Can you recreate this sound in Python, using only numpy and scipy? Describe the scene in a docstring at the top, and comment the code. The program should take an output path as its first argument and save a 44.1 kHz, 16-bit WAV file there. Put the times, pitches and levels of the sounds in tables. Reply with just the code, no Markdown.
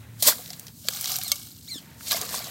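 """Hoe in a flooded mud bank

Close to the microphone a hoe chops twice: water sprays, the mud squelches and bubbles, drops fall back.
Between the chops the blade is dragged out through wet weeds, snapping stems and knocking twice.
Farther off in the bushes a bird calls three times, over the low rumble and faint hiss of the riverside."""
import sys
import numpy as np
from scipy import signal
from scipy.fft import rfft, irfft, next_fast_len
from scipy.io import wavfile
from scipy.ndimage import map_coordinates

SR = 44100
rng = np.random.default_rng(int(sys.argv[2]) if len(sys.argv) > 2 else 0)


def materialize(psi):
    """Save the field psi as 16-bit PCM at rate SR to the path in sys.argv[1].

    A 1-D psi becomes a single channel; in a 2-D psi each row is a channel.
    """
    bounded = np.clip(np.atleast_2d(psi).T, -1, 1)
    quanta = np.round(bounded * 32767).astype(np.int16)
    wavfile.write(sys.argv[1], SR, quanta)


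N = 110250

# surges of water, close up: (peak time [s], spray [dB], squelch [dB], 20 dB rise [s], 20 dB fall [s])
SURGES = [(.204, -36, -62, 0.0177, .08), (0.2249, -16.5, -34.5, 0.0016, 0.044),
          (.255, -22, -38, 0.038, 0.07), (0.275, -10, -26, 0.021, 0.047), (0.286, -15, -26, 0.0144, 0.041),
          (2.08, -32, -51, 0.05, 0.23), (2.12, -20.5, -34, 0.019, 0.053),
          (2.168, -28.5, -35.5, 0.026, 0.037), (2.225, -37, -41, 0.14, 0.21),
          (2.347, -29.5, -40, 0.11, 0.16), (2.46, -39.5, -47.5, 0.09, 0.95)]
# colour of the first chop's spray and of all falling drops: (frequency [Hz], level [dB])
BRIGHT_SPRAY = [(900, -45), (1500, -30), (2100, -13.5), (2600, -16), (3300, -7), (4350, -2), (5800, -6),
                (7500, -3.5), (10200, -7), (13000, -1.5), (15800, -4.5)]
# colour of the second, muddier chop's spray: (frequency [Hz], level [dB])
MUDDY_SPRAY = [(200, -34), (1500, -18), (2200, -8), (2600, -8.5), (3400, -2), (4500, 1), (6000, -2.5),
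               (8000, -2.5), (10200, -8), (13000, -2.5), (15800, -10)]
# colour of the squelch: (frequency [Hz], level [dB])
MUD_COLOUR = [(50, -29), (200, 2), (370, -11), (480, -2.5), (640, -1), (850, -9), (1130, -1), (1380, -7),
              (1650, -5), (2150, -7.5), (2700, -9.5), (5000, -19)]


def splashes():
    """Each surge throws fine spray and squeezes bubbles out of the mud; drops then patter back."""
    spray_power, mud_power, drop_power = np.zeros((3, N))
    now = np.arange(N) / SR
    for s, spray_db, squelch_db, rise, fall in SURGES:
        t = now - s
        burst = surge(t, rise, fall)
        settling = amp(-25) * surge(t, rise, fall=0.4)
        spray_power += (amp(spray_db) * burst) ** 2
        drop_power += (amp(spray_db - 26.5) * surge(t, rise, fall=0.44)) ** 2
        mud_power += amp(squelch_db) ** 2 * (burst ** 2 + settling ** 2)
    slap = amp(-17) * surge(now - .2243, rise=.0003, fall=0.047 / 3)  # the flat blade meets the water
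    spray_power += slap ** 2
    droplets = swarm(9000, 1700, 13900, cycles=8.6, spread_db=-0.5, samples=256, hiss=1.2)
    splatter = swarm(4500, 1480, 16400, cycles=28, spread_db=4, samples=512, hiss=.4)
    patter = swarm(2500, 1970, 17700, cycles=11, spread_db=6, samples=256, hiss=1.3)
    squelch = swarm(1600, 300, 3300, cycles=19, spread_db=3, samples=2048, hiss=0.59)
    first_chop = now < 1.8
    spray = np.where(first_chop, colour(droplets, BRIGHT_SPRAY), colour(splatter, MUDDY_SPRAY))
    return (np.sqrt(spray_power) * spray
            + np.sqrt(drop_power) * colour(patter, BRIGHT_SPRAY)
            + np.sqrt(mud_power) * colour(squelch, MUD_COLOUR))


# pull of the blade through the weeds on the bank: (time [s], level [dB])
PULL = [(.72, -73), (.81, -54.5), (.86, -40.5), (.92, -36.5), (1.02, -35), (1.14, -30), (1.2, -38.5),
        (1.24, -36.5), (1.35, -40), (1.45, -44.5), (1.62, -53), (1.74, -44.5), (1.86, -58)]
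# colour of the wet leaves: (frequency [Hz], level [dB])
LEAF_COLOUR = [(500, -48), (1500, -15), (2300, -30), (2800, -4.5), (4300, 1), (6500, -1), (8500, -1),
               (10400, -6.5), (12800, 1.5), (15800, -4)]
# colour of mud sucking at the blade: (frequency [Hz], level [dB])
SUCTION_COLOUR = [(250, -15), (480, -9), (760, 0.5), (930, -8), (1200, -1), (1600, -3.5), (1950, -13),
                  (2230, 3), (2800, -14.5), (4500, -10)]


def weeds():
    """Wet leaves and roots crackle along the blade; a hard pull also sucks at the mud."""
    crackle = swarm(4500, 1510, 15800, cycles=20, spread_db=4.5, samples=512, hiss=.75)
    sucking = swarm(900, 409, 3390, cycles=29, spread_db=1.5, samples=1024, hiss=1.4)
    pull_db = curve(PULL)
    suction_db = -41 + 1.34 * (pull_db - pull_db.max())
    fade_in = np.clip((np.arange(N) / SR - PULL[0][0]) / 0.063 + 1, 0, 1)
    leaves = amp(pull_db) * colour(crackle, LEAF_COLOUR)
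    mud = amp(suction_db) * colour(sucking, SUCTION_COLOUR)
    clumps = amp(1.4 * wobble(170))
    return fade_in * (leaves + mud) * clumps


# stems snapping, drops landing, and the dull body of the blade's first knock:
# (time [s], level [dB], centre [Hz], t60 [s])
SNAPS = [(0.46, -34.5, 3940, 0.019), (0.477, -38, 4970, 0.022), (0.504, -28, 4670, 0.018),
         (0.5318, -32, 4130, 0.035), (0.5959, -26, 9000, 0.013), (0.668, -34, 5270, 0.025),
         (0.682, -35, 3970, 0.015), (0.8857, -20, 2220, 0.017), (0.935, -27, 5800, 0.036),
         (0.9722, -24, 5900, 0.0072), (1.0105, -17, 12950, 0.018), (1.043, -23, 4800, 0.02),
         (1.0571, -19.5, 3880, 0.014), (1.078, -27, 5760, 0.033), (1.1032, -27, 4420, .015),
         (1.1178, -16, 6270, 0.017), (1.14, -26, 4360, 0.028), (1.1586, -18, 4940, 0.0094),
         (1.1643, -17, 13000, 0.015), (1.1865, -17.5, 9800, 0.007), (1.214, -26, 3500, 0.026),
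         (1.235, -18.5, 12400, 0.015), (1.28, -24.5, 8250, 0.036), (1.3566, -27.5, 6700, 0.028),
         (2.009, -38, 1670, 0.013), (2.0712, -32, 3400, .012), (2.1096, -17, 4080, 0.024),
         (2.1176, -17, 5500, .014), (2.2138, -20.5, 6700, 0.024), (2.291, -27.5, 4830, 0.02),
         (2.3496, -16, 7150, 0.0084), (2.443, -30, 4420, 0.022)]
# colour shared by all snaps: (frequency [Hz], level [dB])
SNAP_COLOUR = [(1200, -4), (2000, -1.5), (2600, -6), (4200, 0), (8200, -2), (10300, -4.5), (12500, -0.5)]


def snaps():
    """Stems, drops and the first knock's body: short noise bursts, each ringing at its own pitch."""
    out, t = np.zeros(N), np.arange(4096) / SR
    f = np.fft.rfftfreq(len(t), 1 / SR) + 1
    for s, db, hz, t60 in SNAPS:
        band = 1 / (1 + np.log2(f / hz) ** 2)  # half gain an octave either side
        band_noise = irfft(rfft(rng.standard_normal(len(t))) * band)
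        burst = colour(band_noise, SNAP_COLOUR) * amp(-60 * t / t60)
        ring = .35 * bubble(t, hz, t60, climb=0)
        add(out, s, amp(db) * attack(t, .0001) * (burst + ring))
    return out


# knocks on the blade, close up: (time [s], crack [dB], ring [dB], share of the free ring time [ratio])
KNOCKS = [(0.8855, -16.5, -23, 0.14), (1.3176, -13, -17, 1)]
# modes of the steel: (frequency [Hz], level [dB], t60 [s])
BLADE_MODES = [(575, -21, 0.083), (1164, -18.5, 0.074), (2210, -5.5, 0.056), (2760, -9, .035),
               (3140, -6.5, 0.047), (4560, -7, .025), (5430, -6, .036), (6330, 5.5, 0.027),
               (7670, -9, 0.035), (8680, -1.5, .032), (12900, -8, .018)]
# colour of the crack: (frequency [Hz], level [dB])
CRACK_COLOUR = [(300, -26), (1250, -4), (1750, -14.5), (3400, -0.5), (4300, 9.5), (5800, -7), (7900, 3.5),
                (10200, -9), (13000, 2), (15800, -3)]


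def blade():
    """A hard tick of first contact, a crack and a steel ring, choked while the blade is in the mud."""
    out, t = np.zeros(N), np.arange(SR // 5) / SR
    crack_t60, tick_t60 = 0.022, .002
    crack_and_tick = amp(-60 * t / crack_t60) + amp(9 - 60 * t / tick_t60)
    for s, crack_db, ring_db, free in KNOCKS:
        ring = sum(amp(db + rng.normal(0, 0.65)) * bubble(t, hz, t60 * free, climb=0)
                   for hz, db, t60 in BLADE_MODES)
        ring *= attack(t, 0.0016)  # the ring spreads through the steel after the crack
        crack = colour(rng.standard_normal(len(t)), CRACK_COLOUR) * crack_and_tick * attack(t, .0001)
        add(out, s, amp(ring_db) * ring + amp(crack_db) * crack)
    return out


# low plops in the mud, and the low thud of the blade's first knock:
# (time [s], relative level [dB], starting pitch [Hz], t60 [s])
PLOPS = [(.224, -33, 630, 0.032), (.274, -26.5, 589, 0.063), (0.286, -26.5, 1080, 0.037),
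         (.323, -31.5, 960, .03), (0.3237, -19.5, 1450, 0.0091), (.328, -38.5, 680, 0.046),
         (.389, -41.5, 491, 0.073), (.393, -40, 706, 0.041), (.505, -42.5, 715, 0.046),
         (.849, -45, 600, .06), (.887, -39, 510, 0.045), (1.12, -40.5, 750, .06),
         (1.188, -38.5, 747, 0.064), (1.757, -30, 280, 0.028), (2.121, -26.5, 1640, 0.03),
         (2.125, -31, 1140, .04), (2.145, -23, 660, 0.051), (2.144, -28, 2100, 0.028),
         (2.213, -35, 716, .06), (2.217, -42, 429, 0.14), (2.341, -29.5, 1010, 0.029),
         (2.344, -33.5, 734, 0.045), (2.344, -31.5, 1510, 0.023), (2.405, -37, 715, 0.034),
         (2.421, -31.5, 2250, 0.021), (2.47, -39.5, 700, 0.07)]


def plops():
    """Plops in the soft mud and the first knock's thud: damped tones that climb and ring unevenly."""
    out, t = np.zeros(N), np.arange(SR // 8) / SR
    for s, db, hz, t60 in PLOPS:
        flutter = 1 + .45 * wobble(300)[:len(t)]
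        add(out, s, amp(db + 3) * flutter * bubble(t, hz, t60) * attack(t, 0.00093))
    return out


# calls from the bushes, farther off: (time [s], level [dB], pitch [ratio], length [ratio])
CALLS = [(1.218, -38.5, 1.03, .88), (1.675, -37.5, 1, 1), (2.061, -41, 1, 0.94)]
# shape of one call: (time from its start [s], pitch [Hz], level [dB])
CALL_SHAPE = [(0, 1619, -12.5), (.015, 2248, -1), (.025, 2335, 0), (0.041, 2066, 1.5), (0.059, 2053, -1),
              (.074, 1798, -2), (.1, 1690, -4), (0.107, 1597, 1), (0.121, 1420, -15)]
# resonances of the bird's throat: (frequency [Hz], level [dB])
THROAT = [(1600, -19.5), (2250, -11), (3200, -0.5), (4150, 5.5), (4800, -12), (5500, 1), (6250, -19),
          (6750, -6), (7300, -5.5), (8200, -5.5), (10000, -18)]


def bird():
    """A harmonic squawk that jumps up and slides down through a fixed throat."""
    out = np.zeros(N)
    knots, pitch, level = np.transpose(CALL_SHAPE)
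    throat_hz, throat_db = np.transpose(THROAT)
    for s, db, ratio, length in CALLS:
        t = np.arange(int(knots[-1] * length * SR)) / SR / length
        jitter = 1 + .014 * wobble(902.5)[:len(t)]
        hz = ratio * np.interp(t, knots, pitch) * jitter
        phase = 2 * np.pi * np.cumsum(hz) / SR
        voice = sum(amp(np.interp(k * hz, throat_hz, throat_db)) * np.sin(k * phase) for k in range(1, 6))
        shimmer_db = 1.8 * wobble(502)[:len(t)]
        add(out, s, amp(db + np.interp(t, knots, level) + shimmer_db) * voice)
    return out


# a low hum that fades early: (time [s], level [dB])
HUM_LEVEL = [(.12, -48), (.2, -50), (.4, -70)]
# a faint tone in the distance: (time [s], level [dB])
FAR_TONE_LEVEL = [(1.8, -84), (1.88, -68.5), (2.12, -63), (2.3, -92)]
# faint treble hiss in the open air: (time [s], level [dB])
HISS_LEVEL = [(0, -55.5), (.16, -57), (.6, -55.5), (1.6, -52.5), (1.86, -68), (1.97, -58.5), (2.03, -43.5),
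              (2.5, -51)]
# colour of that hiss: (frequency [Hz], level [dB])
HISS_COLOUR = [(300, 2), (900, -7), (1800, -19), (3000, -6), (4300, 2.5), (8300, 5), (10300, 0.5),
               (13000, 4.5)]
# water stirring in the puddle: (time [s], level [dB])
LAPPING_LEVEL = [(0, -52.5), (.15, -58), (.55, -58), (.69, -54.5), (.76, -80), (1.68, -68.5), (1.84, -54),
                 (2.05, -57), (2.5, -53.5)]
# colour of that water: (frequency [Hz], level [dB])
PUDDLE_COLOUR = [(200, 0), (450, -1.5), (850, -2.5), (1200, -4.5), (1800, -1.5), (2400, -3.5), (3200, -7.5),
                 (6000, -5)]
# colour of the riverside's rumble: (frequency [Hz], level [dB])
RUMBLE_COLOUR = [(20, -52), (52, -20), (72, 0), (120, 2.5), (170, 1), (260, -4.5), (400, -20), (700, -35),
                 (2000, -38)]


def riverside():
    """The bed of the place: rumble, hiss, a fluttering hum, a distant tone and a stirring puddle."""
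    hum = amp(curve(HUM_LEVEL) + 2.5 * wobble(13.3)) * tone(hz=113, waver=0.012)
    far_tone = amp(curve(FAR_TONE_LEVEL)) * tone(hz=913, waver=0.00509)
    hiss = amp(curve(HISS_LEVEL) + 3.7 * wobble(14)) * noise(HISS_COLOUR)
    stirring = swarm(2000, 293, 4080, cycles=25, spread_db=2, samples=2048, hiss=0.67)
    puddle = amp(curve(LAPPING_LEVEL)) * colour(stirring, PUDDLE_COLOUR)
    rumble = amp(-50) * noise(RUMBLE_COLOUR)
    return rumble + hiss + hum + far_tone + puddle


def scattered(x, t60):
    """Diffuse reflections, reaching the microphone from 4 ms after the direct sound."""
    t = np.arange(SR // 4) / SR
    tail = rng.standard_normal(len(t)) * amp(-60 * t / t60) * (t > .004)
    return signal.fftconvolve(x, tail / np.linalg.norm(tail))[:N]


def bubble(t, hz, t60, climb=0.11):
    """A damped sine whose pitch rises by the share climb while it loses 60 dB."""
    return np.sin(2 * np.pi * hz * t * (1 + climb * t / t60 / 2)) * amp(-60 * t / t60)


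def swarm(per_s, low_hz, high_hz, cycles, spread_db, samples, hiss):
    """Small bubbles of random pitch and strength at rms 1, plus white noise of rms hiss."""
    when, pitch, strength = rng.random((int(per_s * N / SR), 3)).T[:, :, None]
    hz = low_hz + (high_hz - low_hz) * pitch
    gain = amp(spread_db * np.minimum(-np.log(1 - strength), 3)) * np.sqrt(hz)
    waves = gain * bubble(np.arange(samples) / SR, hz, t60=cycles / hz)
    positions = (when * N).astype(int) + np.arange(samples)
    bubbles = np.bincount(positions.ravel(), waves.ravel(), N)[:N]
    return unit(bubbles) + hiss * rng.standard_normal(N)


def tone(hz, waver):
    """A sine of rms 1 whose pitch wavers by the given share."""
    return np.sqrt(2) * np.sin(2 * np.pi * np.cumsum(hz * (1 + waver * wobble(8))) / SR)


def noise(points):
    """Coloured noise of rms 1."""
    return colour(rng.standard_normal(N), points)


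def colour(x, points):
    """x shaped by (frequency [Hz], level [dB]) points, at rms 1."""
    hz, db = np.transpose(points)
    f = np.fft.rfftfreq(len(x), 1 / SR)
    gain = amp(np.interp(np.log(f + 1), np.log(hz), db))
    return unit(irfft(rfft(x) * gain, len(x)))


def surge(t, rise, fall):
    """A peak at t = 0 with 20 dB flanks lasting rise and fall seconds."""
    return amp(-20 * np.maximum(-t / rise, t / fall))


def attack(t, seconds):
    """An onset from 0 to 1 with the given time constant."""
    return 1 - np.exp(-t / seconds)


def wobble(rate):
    """A smooth random curve, rate knots a second."""
    return map_coordinates(rng.standard_normal(int(N * rate / SR) + 4), [np.arange(N) * rate / SR])


def curve(rows):
    """(time [s], value) points as one value per sample."""
    return np.interp(np.arange(N) / SR, *np.transpose(rows))


def amp(db):
    """Decibels to gain."""
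    return 10 ** (np.asarray(db) / 20)


def unit(x):
    """Scale to rms 1."""
    return x / np.sqrt(np.mean(x ** 2) + 1e-20)


def add(out, s, sound):
    """Mix a sound into out at time s."""
    part = out[round(s * SR):][:len(sound)]
    part += sound[:len(part)]


def scene():
    """The digging up close, lightly scattered by the bank; the bird and the riverside behind it."""
    digging = splashes() + weeds() + snaps() + blade() + plops()
    calls = bird()
    off_bank = amp(-17.5) * scattered(digging, t60=0.032)
    off_bushes = amp(-11) * scattered(calls, t60=0.14)
    return (digging + calls + off_bank + off_bushes + riverside())[None]


def record(dry):
    """One microphone that sheds the deepest bass and keeps nothing above its band limit."""
    low_cut_hz, top_hz = 53, 15950
    lean = signal.sosfilt(signal.butter(2, low_cut_hz, "high", fs=SR, output="sos"), dry)
    padded = next_fast_len(N + SR // 4)
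    in_band = np.fft.rfftfreq(padded, 1 / SR) < top_hz
    return irfft(rfft(lean, padded) * in_band, padded)[..., :N]


dry = scene()
out = record(dry)
materialize(out)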